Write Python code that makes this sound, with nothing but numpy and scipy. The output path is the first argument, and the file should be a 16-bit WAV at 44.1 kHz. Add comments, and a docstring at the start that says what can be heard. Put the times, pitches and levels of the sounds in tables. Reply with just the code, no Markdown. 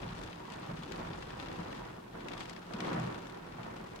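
"""An empty plastic wheelie bin rolls over rough, gritty paving, heard from close beside its wall.
From the start the wheels drum in surges, the hollow shell hums and grit crunches on the left,
while moving air rumbles softly on the microphone over a faint outdoor hiss.
Stones crack, and each bump knocks a wheel and sets the shell booming.
The roll eases just after two seconds, swells to its heaviest near three, then settles back."""
import sys
import numpy as np
from scipy import signal
from scipy.fft import rfft, irfft
from scipy.io import wavfile
from scipy.ndimage import uniform_filter1d

SR = 44100
rng = np.random.default_rng(int(sys.argv[2]) if len(sys.argv) > 2 else 0)


def to_wav(s):
    """Save 16-bit WAV."""
    ch = np.atleast_2d(s).T  # columns
    pcm = np.round(np.clip(ch, -1, 1) * 32767)  # PCM
    wavfile.write(sys.argv[1], SR, pcm.astype(np.int16))


N = 176400
T = np.arange(N) / SR

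# surges of the rolling wheels: t/s, level/dB
ROLL_LEVEL = [(0, -47.5), (.22, -50.5), (.44, -52.5), (.64, -48), (.8, -52.5), (1.02, -46.5), (1.2, -50),
              (1.62, -48), (1.87, -49.5), (2.12, -57), (2.16, -51), (2.34, -48.5), (2.55, -53), (2.7, -53),
              (2.79, -48), (2.82, -42), (2.97, -40.5), (3.22, -50.5), (3.46, -52), (3.67, -48), (4, -53.5)]
# swells of grit under the wheels: t/s, level/dB
GRIT_LEVEL = [(0, -55.5), (.28, -56), (.42, -61.5), (.52, -57), (.74, -57.5), (.95, -55), (1.2, -57.5),
              (1.45, -56), (1.76, -56), (2.05, -66.5), (2.42, -53.5), (2.57, -59.5), (2.62, -61.5),
              (2.78, -57.5), (2.84, -51), (3.44, -63), (3.66, -60.5), (4, -61)]
# a wheel drops over a bump: t/s, boom level/dB, judder length/s, boom centre/Hz, knock level/dB
WHEEL_BUMPS = [(.04, -46, 0.088, 133, -54), (.692, -42, 0.051, 165, -42), (.79, -45.5, .03, 165, -61),
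               (.995, -43, 0.011, 260, -42), (1.065, -48.5, 0.043, 120, -53), (1.592, -41, 0.018, 185, -48),
               (2.144, -53.5, 0.017, 190, -47.5), (2.709, -71, .01, 250, -43.5),
               (2.734, -39, 0.02, 216, -52), (2.8, -50, .12, 135, -57), (2.925, -39, 0.056, 155, -59),
               (2.975, -39.5, 0.122, 131, -39), (3.145, -47.5, .02, 178, -45.5),
               (3.59, -46, 0.016, 124, -56)]
# modes of the bin's shell: f/Hz, relative level/dB, t60/s
SHELL_MODES = [(90.3, -12.5, 0.62), (123.7, -1, 0.22), (155, -2.5, 0.32), (172.8, 1.5, 0.29),
               (211.3, -2, 0.12), (244.3, -4.5, 0.38), (294, -15, 0.15), (371, -9.5, 0.24)]


def from_db(db):
    """Decibels to gain."""
    return 10 ** (np.asarray(db) / 20)


def rms_one(x):
    """Scale to unit rms."""
    return x / np.sqrt(np.mean(x ** 2) + 1e-20)


def in_time(rows):
    """Read a time curve at every sample."""
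    return np.interp(T, *np.transpose(rows))


def at_hz(points, hz):
    """Read a table on a log-frequency axis."""
    f, v = np.transpose(points)
    return np.interp(np.log(hz + 1), np.log(f), v)


def panned(pan_db):
    """Stereo gains of unit mean power, the left louder by pan_db."""
    return rms_one(from_db([[pan_db / 2], [-pan_db / 2]]))


def coloured(x, colour):
    """Minimum-phase EQ of unit power gain: the table sets only the tone."""
    size = 2 * N
    gain = rms_one(from_db(at_hz(colour, np.fft.rfftfreq(size, 1 / SR))))
    cepstrum = irfft(np.log(gain))
    cepstrum[1:N] *= 2
    cepstrum[N + 1:] = 0
    return irfft(rfft(x, size) * np.exp(rfft(cepstrum)))[..., :N]


def drift(per_s):
    """Smooth random wander of unit rms."""
    return rms_one(signal.resample(rng.standard_normal(int(per_s * N / SR) + 2), N))


def ring(x, modes):
    """Drive a bank of resonators of alternating polarity; white noise keeps about its power."""
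    gains = from_db([db for _, db, _ in modes])
    out = 0
    for k, (hz, _, t60) in enumerate(modes):
        r = np.exp(-np.log(1000) / (t60 * SR))
        poles = [1, -2 * r * np.cos(2 * np.pi * hz / SR), r * r]
        mode = np.sqrt((1 - r * r) / 2) * signal.lfilter([1, 0, -1], poles, x + 1e-18)
        out = out + (-1) ** k * gains[k] * mode
    return out / np.linalg.norm(gains)


def dying(hits, t60):
    """Envelope of hits that start at once and die away, their powers adding."""
    r = np.exp(-2 * np.log(1000) / (t60 * SR))
    return np.sqrt(signal.lfilter([1], [1, -r], hits ** 2 + 1e-18))


def patter(per_s, spread_db, t60):
    """Envelope of random contacts of uneven size, with an even long-term level."""
    hits = (rng.random(N) < per_s / SR) * from_db(spread_db * np.minimum(rng.exponential(1, N), 4))
    env = dying(hits, t60)
    return env / np.sqrt(uniform_filter1d(env ** 2, size=6000) + 1e-9)


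def crumbling(env, rise_s=.0003):
    """Stereo burst of fragments that takes a moment to build up."""
    r = np.exp(-1 / (rise_s * SR))
    return np.sqrt(signal.lfilter([1 - r], [1, -r], env ** 2)) * rng.standard_normal((2, N))


def jolt(start, t60, hold=0):
    """Envelope of one bump: sudden, held while the wheel judders, then dying away."""
    return (T >= start) * np.exp(-np.log(1000) * np.maximum(T - start - hold, 0) / t60)


def spaced_noise():
    """Noise as heard at two microphone ports, its stereo width changing with frequency."""
    # likeness of left and right: f/Hz, correlation
    likeness = [(150, 0.17), (270, 0.8), (450, -0.41), (740, -0.37), (1200, 0.2), (2000, -0.014)]
    alike = np.clip(at_hz(likeness, np.fft.rfftfreq(N, 1 / SR)), -.99, .99)
    mid, side = irfft(rfft(rng.standard_normal((2, N))) * np.sqrt([1 + alike, 1 - alike]), N)
    return np.array([mid + side, mid - side]) / np.sqrt(2)


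def dulled(x, cutoff_hz=2400):
    """Gently take off the treble above the cutoff."""
    return signal.sosfilt(signal.butter(2, cutoff_hz, fs=SR, output="sos"), x)


def wheels(roll_db=.5, drum_db=3, axle_db=-10, axle_swing_db=3):
    """Hard wheels patter over rough ground, drum on the bin's wall and set the axle ringing."""
    # tone of the rolling: f/Hz, level/dB
    roll_colour = [(60, -55), (150, -11.5), (270, -6), (450, -8), (650, 0.5), (1000, -1.5), (1500, -5),
                   (2200, -12.5), (3500, -24), (6000, -39.5), (16000, -50.5)]
    # surges of the wall's low drumming: t/s, level/dB
    drum_level = [(0.0, -46.5), (0.13, -59.5), (0.19, -48), (0.31, -56), (0.78, -53), (0.81, -59),
                  (0.87, -48.5), (1.32, -54.5), (1.58, -48.5), (2.13, -58), (2.15, -52), (2.22, -55),
                  (2.25, -48), (2.65, -59.5), (2.86, -42.5), (3.35, -55.5), (3.71, -52.5), (4.0, -55)]
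    # tone of the drumming: f/Hz, level/dB
    drum_colour = [(100, -27), (200, -5), (280, 0), (380, 0), (500, -1.5), (640, -11), (1200, -27.5),
                   (16000, -71)]
    # narrow rings of wheels and axle: f/Hz, relative level/dB, t60/s
    axle_modes = [(379.5, 8, 0.15), (690, -9, 0.13), (962, 8, 0.11), (1214, -7, 0.15), (1804, -2.5, 0.11)]
    contact = patter(per_s=980, spread_db=2, t60=.041)
    rolling = spaced_noise() * contact * from_db(in_time(ROLL_LEVEL))
    drumming = spaced_noise() * contact * from_db(drum_db + in_time(drum_level))
    axle = from_db(axle_db + axle_swing_db * drift(per_s=7.8)) * dulled(ring(rolling, axle_modes))
    return from_db(roll_db) * coloured(rolling, roll_colour) + coloured(drumming, drum_colour) + axle


def shell_hum(level_db=-51.5, follow=.73):
    """The hollow bin hums in its modes, swelling with the rolling."""
    roll_db = in_time(ROLL_LEVEL)
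    hum = ring(rng.standard_normal(N), SHELL_MODES)
    hum /= np.sqrt(uniform_filter1d(hum ** 2, size=4000) + 1e-12)  # even out chance swells
    return dulled(hum * from_db(level_db + follow * (roll_db - roll_db.mean())))


def grit(gain_db=2):
    """Grains of sand are crushed under the nearer wheel, on the left."""
    # tone of the crunch: f/Hz, level/dB
    colour = [(200, -23), (900, 3), (1700, 2), (2100, -3), (2600, 2), (3700, -0.5), (5000, -6),
              (7000, -13.5), (10000, -23.5), (16000, -42)]
    crunch = patter(per_s=760, spread_db=2.5, t60=.024) * rng.standard_normal((2, N))
    return panned(9) * coloured(crunch * from_db(gain_db + in_time(GRIT_LEVEL)), colour)


def grain_ticks(per_s=70, gain_db=2.5, spread_db=2):
    """Single grains snap with a short, dry tick, hard left."""
    # tone of a tick: f/Hz, level/dB
    colour = [(500, 15), (2000, -12), (3500, 1), (6000, 0), (9000, -3), (16000, -45)]
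    snaps = rng.random(N) < per_s / SR
    sizes = from_db(gain_db + in_time(GRIT_LEVEL) + spread_db * np.minimum(rng.exponential(1, N), 3))
    return panned(37) * coloured(crumbling(dying(snaps * sizes, t60=.012)), colour)


def air(rumble_db=1.5, swing_db=1.5, hiss_db=-68.5):
    """Moving air makes a lumpy rumble on the microphone over a faint, steady hiss."""
    # swells of the rumble: t/s, level/dB
    rumble_level = [(0, -53), (.32, -57), (.42, -60.5), (1.12, -54.5), (1.6, -59.5), (2.7, -64),
                    (3.08, -58), (3.3, -59.5), (4, -63)]
    # tone of the rumble: f/Hz, level/dB
    rumble_colour = [(10, -18), (24, -21), (36, 4.5), (52, 1), (67, -5.5), (100, -1), (200, -24),
                     (1000, -66)]
    # tone of the outdoor hiss: f/Hz, level/dB
    hiss_colour = [(50, 4), (300, 27), (1500, -3), (4000, 15), (10000, 10), (16000, 6.5)]
    swell = from_db(rumble_db + in_time(rumble_level) + swing_db * drift(per_s=3.4))
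    rumble = swell * coloured(rng.standard_normal(N), rumble_colour)
    return rumble + from_db(hiss_db) * coloured(rng.standard_normal((2, N)), hiss_colour)


def stone_cracks(gain_db=-2, top_db=6.5, right_lag_s=.00055):
    """Small stones give way in a short spray of fragments whose treble dies first."""
    # cracking stones: t/s, level/dB, left minus right/dB, relative treble/dB
    stones = [(0.0318, -42, 10, -33), (0.0875, -40.5, 12, -29), (0.189, -47, 8, -15), (0.2137, -47, 5, -11),
              (0.2348, -42, 7, -11.5), (0.3288, -42, 4, -28), (0.4515, -47, 13, -21), (0.501, -44, 15, -18),
              (0.5204, -43.5, 34, -12), (0.5366, -43, 13, -20), (0.662, -49, 17, -14), (.7711, -45, 8, -26),
              (.791, -57, 9, -6), (0.8325, -40, 9, -18), (.9195, -36, 10, -15.5), (0.959, -50, 12, -7),
              (0.999, -46, 11, -19), (1.132, -40, 10, -30), (1.2231, -40.5, 5, -18), (1.3035, -46, 6, -15),
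              (1.3979, -34.5, 7, -25), (1.4254, -42, 9, -16), (1.4586, -41, 4, -23), (1.484, -41, 7, -21),
              (1.5145, -41.5, 3, -23), (1.727, -43, 4, -27), (1.777, -44.5, 3, -26), (2.2054, -46, 7, -22),
              (2.284, -36, 16, -16), (2.317, -41, 7, -21), (2.3342, -37.5, 19, -17), (2.377, -38.5, 9, -17),
              (2.4052, -35.5, 2, -17.5), (2.411, -42, 11, -30), (2.455, -42, 4, -17), (2.4953, -40, 8, -10),
              (2.532, -45, 12, -12), (2.5626, -41.5, 11, -21), (2.736, -37, 13, -18.5),
              (2.8038, -31, 8, -20), (2.847, -38.5, 16, -23), (2.931, -43, 16, -13), (2.9972, -45, 17, -10),
              (3.03, -44, 14, -21), (3.1434, -40.5, 20, -16.5), (3.269, -46, 11, -13),
              (3.297, -46.5, 11, -13), (3.5217, -46.5, 3, -23), (3.631, -41, 16, -22),
              (3.7653, -48, 12, -14), (3.9593, -46.5, 10, -8.5)]
    # body of a crack: f/Hz, level/dB
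    body_colour = [(200, -24), (1000, 2.5), (2200, 4), (3500, 0.5), (5000, -7), (7000, -22.5), (16000, -44)]
    # its bright top: f/Hz, level/dB
    top_colour = [(1000, -75), (4000, 7), (6500, 5.5), (9000, -2), (12000, -12.5), (16000, -14)]
    hits, tops = np.zeros((2, 2, N))
    for start, db, pan_db, treble_db in stones:
        onsets = [0, 1], [int(start * SR), int((start + right_lag_s) * SR)]
        hits[onsets] = from_db(db + gain_db) * panned(pan_db)[:, 0]
        tops[onsets] = hits[onsets] * from_db(top_db + treble_db)
    body = coloured(crumbling(dying(hits, t60=.038)), body_colour)
    return body + coloured(crumbling(dying(tops, t60=.027)), top_colour)


def wheel_knocks(scuff_db=-1.5, ring_db=-5.5):
    """A wheel lands after each bump with a short scuff and a hollow ring."""
    # tone of the scuff: f/Hz, level/dB
    scuff_colour = [(50, -49), (120, -12), (350, -6.5), (620, 3), (850, -3), (1600, -2.5), (3000, -25),
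                    (16000, -47)]
    # modes of the hollow wheel: f/Hz, relative level/dB, t60/s
    wheel_modes = [(314, 8, 0.05), (562, -3.5, 0.089), (659, -1.5, 0.15), (1217, 2, 0.025)]
    scuff_env = strikes = 0
    for start, _, _, _, db in WHEEL_BUMPS:
        scuff_env = scuff_env + from_db(scuff_db + db) * jolt(start, t60=.24)
        strikes = strikes + from_db(ring_db + db) * (np.arange(N) == int(start * SR))
    age = T[:SR // 5]
    body = sum(from_db(db - 60 * age / t60) * np.sin(2 * np.pi * hz * age)
               for hz, db, t60 in wheel_modes)
    scuff = coloured(scuff_env * rng.standard_normal((2, N)), scuff_colour)
    return scuff + signal.fftconvolve(strikes, body)[:N]


def shell_booms(width_oct=.44, flex_depth=.0124):
    """Each bump rings the shell's modes near its own centre; their pitch wavers as the wall flexes."""
    hz, db, _ = np.transpose(SHELL_MODES)
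    power = 0
    for start, boom_db, judder_s, centre_hz, _ in WHEEL_BUMPS:
        share = from_db(db) ** 2 * np.exp(-(np.log2(hz / centre_hz) / width_oct) ** 2)
        boom_env = from_db(boom_db) * jolt(start, t60=.074, hold=judder_s) + 1e-9
        power = power + np.outer(share / share.sum(), boom_env ** 2)
    cycles = np.array([rng.random() + np.cumsum(f * (1 + flex_depth * drift(per_s=25))) / SR
                       for f in hz])
    mode_envs = uniform_filter1d(np.sqrt(2 * power), size=300)  # soften the attack
    return np.sum(np.sin(2 * np.pi * cycles) * mode_envs, axis=0)


def reflections(x, t60=.084, wet_db=-12.5):
    """Short scattered reflections from the ground and the house wall."""
    tail = rng.standard_normal((2, SR // 2)) * np.exp(-np.log(1000) * T[:SR // 2] / t60)
    tail /= np.linalg.norm(tail, axis=1, keepdims=True)
    return from_db(wet_db) * signal.fftconvolve(x.mean(axis=0, keepdims=True), tail, axes=1)[:, :N]


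def scene():
    """Wheels and grit with their reflections; the shell and the air stay dry."""
    ground = wheels() + wheel_knocks() + grit() + grain_ticks() + stone_cracks()
    return ground + reflections(ground) + shell_hum() + shell_booms() + air()


def record(dry):
    """A steep low-pass takes off the very top."""
    cutoff_hz = 15900
    return signal.sosfilt(signal.ellip(12, .1, 70, cutoff_hz, fs=SR, output="sos"), dry)


dry = scene()
out = record(dry)
to_wav(out)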